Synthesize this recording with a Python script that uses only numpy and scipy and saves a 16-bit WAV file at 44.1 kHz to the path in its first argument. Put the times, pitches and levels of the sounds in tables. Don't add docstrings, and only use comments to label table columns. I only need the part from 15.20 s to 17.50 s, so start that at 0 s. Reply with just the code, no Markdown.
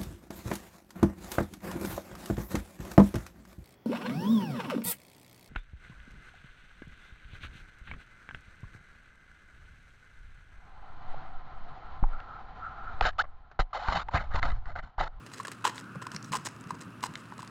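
import sys
import numpy as np
from scipy import signal
from scipy.fft import rfft, irfft, next_fast_len
from scipy.io import wavfile

SR = 44100
rng = np.random.default_rng(int(sys.argv[2]) if len(sys.argv) > 2 else 0)


def master_out(mix):
    frames = np.transpose(np.atleast_2d(mix))
    ceiling = np.clip(frames, -1, 1)
    pcm = np.round(ceiling * 32767).astype(np.int16)
    wavfile.write(sys.argv[1], SR, pcm)


N = 101429
T = np.arange(N) / SR
HIT_T = T[:SR // 8]

# t/s, length/s, level/dB, hoof ring against the grit/dB, treble/dB
SCUFFS = [(0.0616, 0.0037, -44.5, -16, 1.5), (0.115, 0.0037, -47, -8, -4), (0.134, 0.012, -45, -18, 4),
          (0.2, 0.0085, -47.5, 2, 0), (0.247, 0.011, -48, -2, -12), (0.317, 0.0059, -43, -30, 3.5),
          (0.444, 0.037, -35, -1, 0), (0.483, 0.018, -42, -5, -5), (0.551, 0.051, -52, -8, 4.5),
          (0.816, 0.014, -45, -13, -3), (0.915, 0.047, -55, 1.5, 1), (1.04, 0.064, -61, -23, 6),
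          (1.119, 0.028, -39.5, -3.5, 2.5), (1.151, 0.022, -37.5, -6.5, 3.5), (1.252, 0.014, -37, -15, 6),
          (1.483, 0.033, -57.5, -17, -3), (1.605, 0.018, -50, -9, 1.5), (1.825, 0.043, -43.5, -14, 4.5),
          (1.97, 0.045, -60, -20, 2.5), (2.189, 0.019, -51, -23, -1)]
# f/Hz, level/dB
GRIT_TONE = [(60, -56), (200, 7.5), (480, 15), (700, 4), (1000, 9), (1900, 8.5), (2350, 0.5), (2800, 7.5),
             (3500, 3.5), (5000, 3), (7000, -1.5), (9300, -3.5), (10500, -9), (16000, -16)]


def from_db(db):
    return 10 ** (np.asarray(db) / 20)


def rms_one(x):
    return x / np.sqrt(np.mean(x ** 2) + 1e-20)


def fade(t60):
    return from_db(-60 * HIT_T / t60)


def add(out, start_s, x):
    i = max(int(start_s * SR), 0)
    out[i:i + len(x)] += x[:max(N - i, 0)]


def shaped(x, envelope):
    return envelope * x * np.sqrt(np.sum(envelope ** 2) / np.sum((envelope * x) ** 2))


def colour(x, tone):
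    hz, db = np.transpose(tone)
    size = 2 * next_fast_len(x.shape[-1])
    f = np.maximum(np.fft.rfftfreq(size, 1 / SR), 1)
    gain = from_db(np.interp(np.log(f), np.log(hz), db))
    cepstrum = irfft(np.log(gain))
    cepstrum[1:size // 2] *= 2
    cepstrum[size // 2 + 1:] = 0
    filtered = irfft(rfft(x, size) * np.exp(rfft(cepstrum)))
    return rms_one(filtered[..., :x.shape[-1]])


def resonate(x, hz, width_hz):
    r = np.exp(-np.pi * width_hz / SR)
    return rms_one(signal.lfilter([1, 0, -1], [1, -2 * r * np.cos(2 * np.pi * hz / SR), r * r], x))


def grains(shape, per_s, spread_db):
    chance, size, sign = np.moveaxis(rng.random((*shape, 3)), -1, 0)
    strength = from_db(spread_db * np.minimum(-np.log(1 - size), 4))
    return (chance < per_s / SR) * strength * np.sign(sign - .5)


def crunch(x):
    # f/Hz, width/Hz, level/dB
    shoe_rings = [(1920, 720, -9), (2550, 480, -18.5), (4037, 120, -15.5), (5150, 440, -15.5),
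                  (6800, 550, -12.5), (7870, 490, -11.5)]
    grit = colour(x, GRIT_TONE)
    return rms_one(grit + sum(from_db(db) * resonate(grit, hz, width) for hz, width, db in shoe_rings))


def far_note(hz=1423, width_hz=240, peak_s=.75, swell_s=.18):
    note = resonate(resonate(rng.standard_normal(N), hz, width_hz), hz, width_hz)
    return np.exp(-.5 * ((T - peak_s) / swell_s) ** 2) * note


def loose_grit(settle_s=.08, crumble_s=.0017):
    falling = sum((T > start) * np.exp(-np.abs(T - start) / settle_s) for start, *_ in SCUFFS)
    pops = np.abs(grains((N,), per_s=240 * falling, spread_db=4.5))
    bursts = signal.lfilter([1], [1, -np.exp(-1 / (crumble_s * SR))], pops + 1e-18)
    return crunch(bursts * rng.standard_normal(N))


def background(hum_hz=114.2):
    # t/s, rumble/dB, rushing/dB, hiss and grit/dB
    drift = [(0.0, -54.5, -54, -51.5), (0.97, -51, -52, -55.5), (2.3, -52, -52, -52.5)]
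    # f/Hz, level/dB
    rumble_tone = [(25, -60), (50, -24), (80, -10.5), (130, 1.5), (250, 0), (340, -5.5), (480, -15.5),
                   (700, -19), (1200, -22), (4000, -45)]
    rushing_tone = [(300, -57), (750, -24), (1050, -6.5), (1300, -3.5), (1600, -9), (2100, -23),
                    (2650, -14), (3600, -34.5), (8000, -82)]
    hiss_tone = [(1000, 9.5), (3000, 3.5), (8000, -4.5), (11000, -5), (16000, -49)]
    times, *levels = np.transpose(drift)
    rumble_gain, rushing_gain, hiss_gain = [from_db(np.interp(T, times, db)) for db in levels]
    noise = rng.standard_normal((3, N))
    rumble = from_db(1.5) * colour(noise[0], rumble_tone)
    rushing = from_db(-2) * (colour(noise[1], rushing_tone) + from_db(3) * far_note())
    hiss = from_db(-9) * colour(noise[2], hiss_tone)
    ticking = from_db(-6.5) * loose_grit()
    hum = from_db(-56.5) * np.sqrt(2) * np.sin(2 * np.pi * hum_hz * T)
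    return rumble_gain * rumble + rushing_gain * rushing + hiss_gain * (hiss + ticking) + hum


def thumps(rise_s=.0052, shudder_s=.013, width_hz=153):
    # t/s, level/dB, f/Hz
    low_thumps = [(0.621, -40.5, 191), (0.758, -33, 158), (0.946, -33.5, 176), (1.109, -35, 153),
                  (1.181, -37.5, 147), (1.463, -39, 148), (1.522, -35, 164), (1.666, -37.5, 169),
                  (1.89, -38, 148), (2.195, -43.5, 184)]
    out = np.zeros(N)
    swell, late_swell = [HIT_T / peak_s * np.exp(1 - HIT_T / peak_s) for peak_s in (rise_s, shudder_s)]
    for (start, db, hz), noise in zip(low_thumps, rng.standard_normal((len(low_thumps), len(HIT_T)))):
        note = swell * np.sin(2 * np.pi * hz * HIT_T)
        low_noise = resonate(resonate(noise, hz, width_hz), hz, width_hz)
        add(out, start, from_db(db) * (note + from_db(-13) * shaped(low_noise, late_swell)))
    return out


def echoes(x, cutoff_hz=6300):
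    # level/dB, fade time/s
    bounces = [(-15, .06), (-14.5, .42)]
    out = 0
    for db, t60 in bounces:
        tail = rng.standard_normal(SR) * from_db(-60 * T[:SR] / t60)
        tail /= np.sqrt(np.sum(tail ** 2))
        out = out + from_db(db) * signal.fftconvolve(x, tail)[:N]
    return signal.sosfilt(signal.butter(1, cutoff_hz, fs=SR, output="sos"), out)


def stones():
    # t/s, level before halving/dB, f/Hz, low ring against the snap/dB
    snaps = [(0.2329, -37, 8450, 0), (.271, -32.5, 8700, -25), (0.3164, -28.5, 10600, -0.5),
             (0.5802, -27.5, 3500, -1.5), (0.917, -28, 4750, 5), (0.947, -29.5, 4900, 0),
             (0.9631, -21.5, 5140, 1), (1.027, -33, 6100, -15), (1.046, -35.5, 5330, 0),
             (1.126, -33, 7800, -6), (1.13, -27.5, 7900, 9.5), (1.2501, -29, 7240, -14),
             (1.267, -23, 6900, -2), (1.287, -31, 7400, 1), (1.41, -37.5, 8150, -6), (1.44, -41, 5400, 7.5),
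             (1.6126, -33, 7700, -24), (1.955, -27, 3700, 3.5), (2.2758, -32.5, 4400, -6)]
    out = np.zeros(N)
    bursts = colour(rng.standard_normal((len(snaps), len(HIT_T))), GRIT_TONE)
    for (start, db, hz, ring_db), burst in zip(snaps, bursts):
        snap = resonate(burst, hz, width_hz=1700)
        low_ring = from_db(ring_db) * resonate(burst, hz=2050, width_hz=450)
        add(out, start, .5 * from_db(db) * fade(t60=.011) * (snap + low_ring))
    return out


def clinks(ring_hz=(2720, 3040, 3330)):
    # t/s, level/dB
    bites = [(0.4442, -35), (0.4519, -26), (.466, -31.5)]
    out = np.zeros(N)
    for start, db in bites:
        ring = sum(np.sin(2 * np.pi * (hz * HIT_T + rng.random())) for hz in ring_hz)
        add(out, start, from_db(db) * fade(t60=.016) * ring)
    return out


def clumps(clump_s=.0022, spread_db=3.6):
    steps = rng.standard_normal(len(HIT_T))
    return from_db(spread_db * np.interp(HIT_T / clump_s, np.arange(len(steps)), steps))


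def scuffs(rise_s=.0013, release_s=.0017, treble_from_hz=2960, treble_full_hz=5560):
    out = np.zeros(N)
    all_clicks = grains((len(SCUFFS), len(HIT_T)), per_s=3200, spread_db=3.6)
    for (start, length, db, ring_db, treble_db), clicks in zip(SCUFFS, all_clicks):
        press = (1 - np.exp(-HIT_T / rise_s)) * np.exp(-np.maximum(HIT_T - length, 0) / release_s)
        grit = colour(crunch(clicks * clumps()), [(treble_from_hz, 0), (treble_full_hz, treble_db)])
        ring = resonate(grit, hz=1020, width_hz=175)
        add(out, start, from_db(db) * (shaped(grit, press) + from_db(ring_db) * shaped(ring, press)))
    return out


def knocks(contact_s=.00089, push_hz=380, spread_db=1.5):
    # t/s, level/dB, f/Hz, relative crack level before halving/dB, ring length factor
    landings = [(0.1994, -21, 1108, -15, 1), (0.25, -22, 1696, -3, 1), (0.2699, -26.5, 1160, -7, 1),
                (0.281, -23, 1090, 0, .7), (0.4411, -20.5, 1310, -10, 1.2), (.451, -1, 970, -11, .6),
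                (0.464, -18.5, 1120, -18, 1.5), (.494, -28, 980, 1, 1.2), (0.7545, -28, 520, -19, .7),
                (0.7563, -28, 1190, -11, .8), (0.82, -28, 1050, -11, 1), (0.867, -20.5, 1063, -4, .9),
                (1.1336, -18.5, 1023, -5.5, 1.8), (1.1459, -19, 967, -30, 1), (1.152, -20.5, 1031, 4, 1.5),
                (1.2700, -15, 986, -2.5, .5), (1.506, -13.5, 1030, -11.5, .8),
                (1.544, -35.5, 1040, -5, 1.2), (1.619, -33, 1100, -6, 1.2), (1.829, -26, 1004, 2, 1),
                (1.837, -14.5, 997, -2.5, 1), (1.8593, -27, 906, -20, 1.8), (2.122, -23, 965, -20.5, .7),
                (2.1916, -24.5, 1046, -32, .7), (2.228, -27, 1024, -4.5, 1.1)]
    # multiple of its pitch, level/dB, fade time/s
    hoof_notes = [(0.868, -15, 0.033), (0.996, -2.5, 0.021), (1.2, -18.5, 0.036), (1.55, -21, 0.033),
                  (1.95, -19, 0.014), (2.8, -41.5, 0.0037)]
    out = np.zeros(N)
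    cracks = crunch(rng.standard_normal((len(landings), len(HIT_T))))
    strengths = from_db(rng.normal(0, spread_db, (len(landings), len(hoof_notes))))
    onset = 1 - np.exp(-HIT_T / contact_s)
    push = from_db(-29) * fade(t60=.011) * np.sin(2 * np.pi * push_hz * HIT_T)
    for (start, db, hz, crack_db, stretch), grit, strength in zip(landings, cracks, strengths):
        ring = 0
        for i, (multiple, note_db, t60) in enumerate(hoof_notes):
            note = (-1) ** i * np.sin(2 * np.pi * hz * multiple * HIT_T)
            ring += strength[i] * from_db(note_db) * fade(t60 * stretch) * note
        crack = .5 * from_db(crack_db) * fade(t60=.016) * grit
        add(out, start, from_db(db) * onset * (ring + push + crack))
    return out


def scene():
    hooves = knocks() + scuffs() + stones() + clinks()
    return (hooves + echoes(hooves) + thumps() + background())[None]


def record(dry):
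    cutoff_hz = 16200
    return signal.sosfiltfilt(signal.ellip(10, .05, 60, cutoff_hz, fs=SR, output="sos"), dry)


dry = scene()
out = record(dry)
master_out(out)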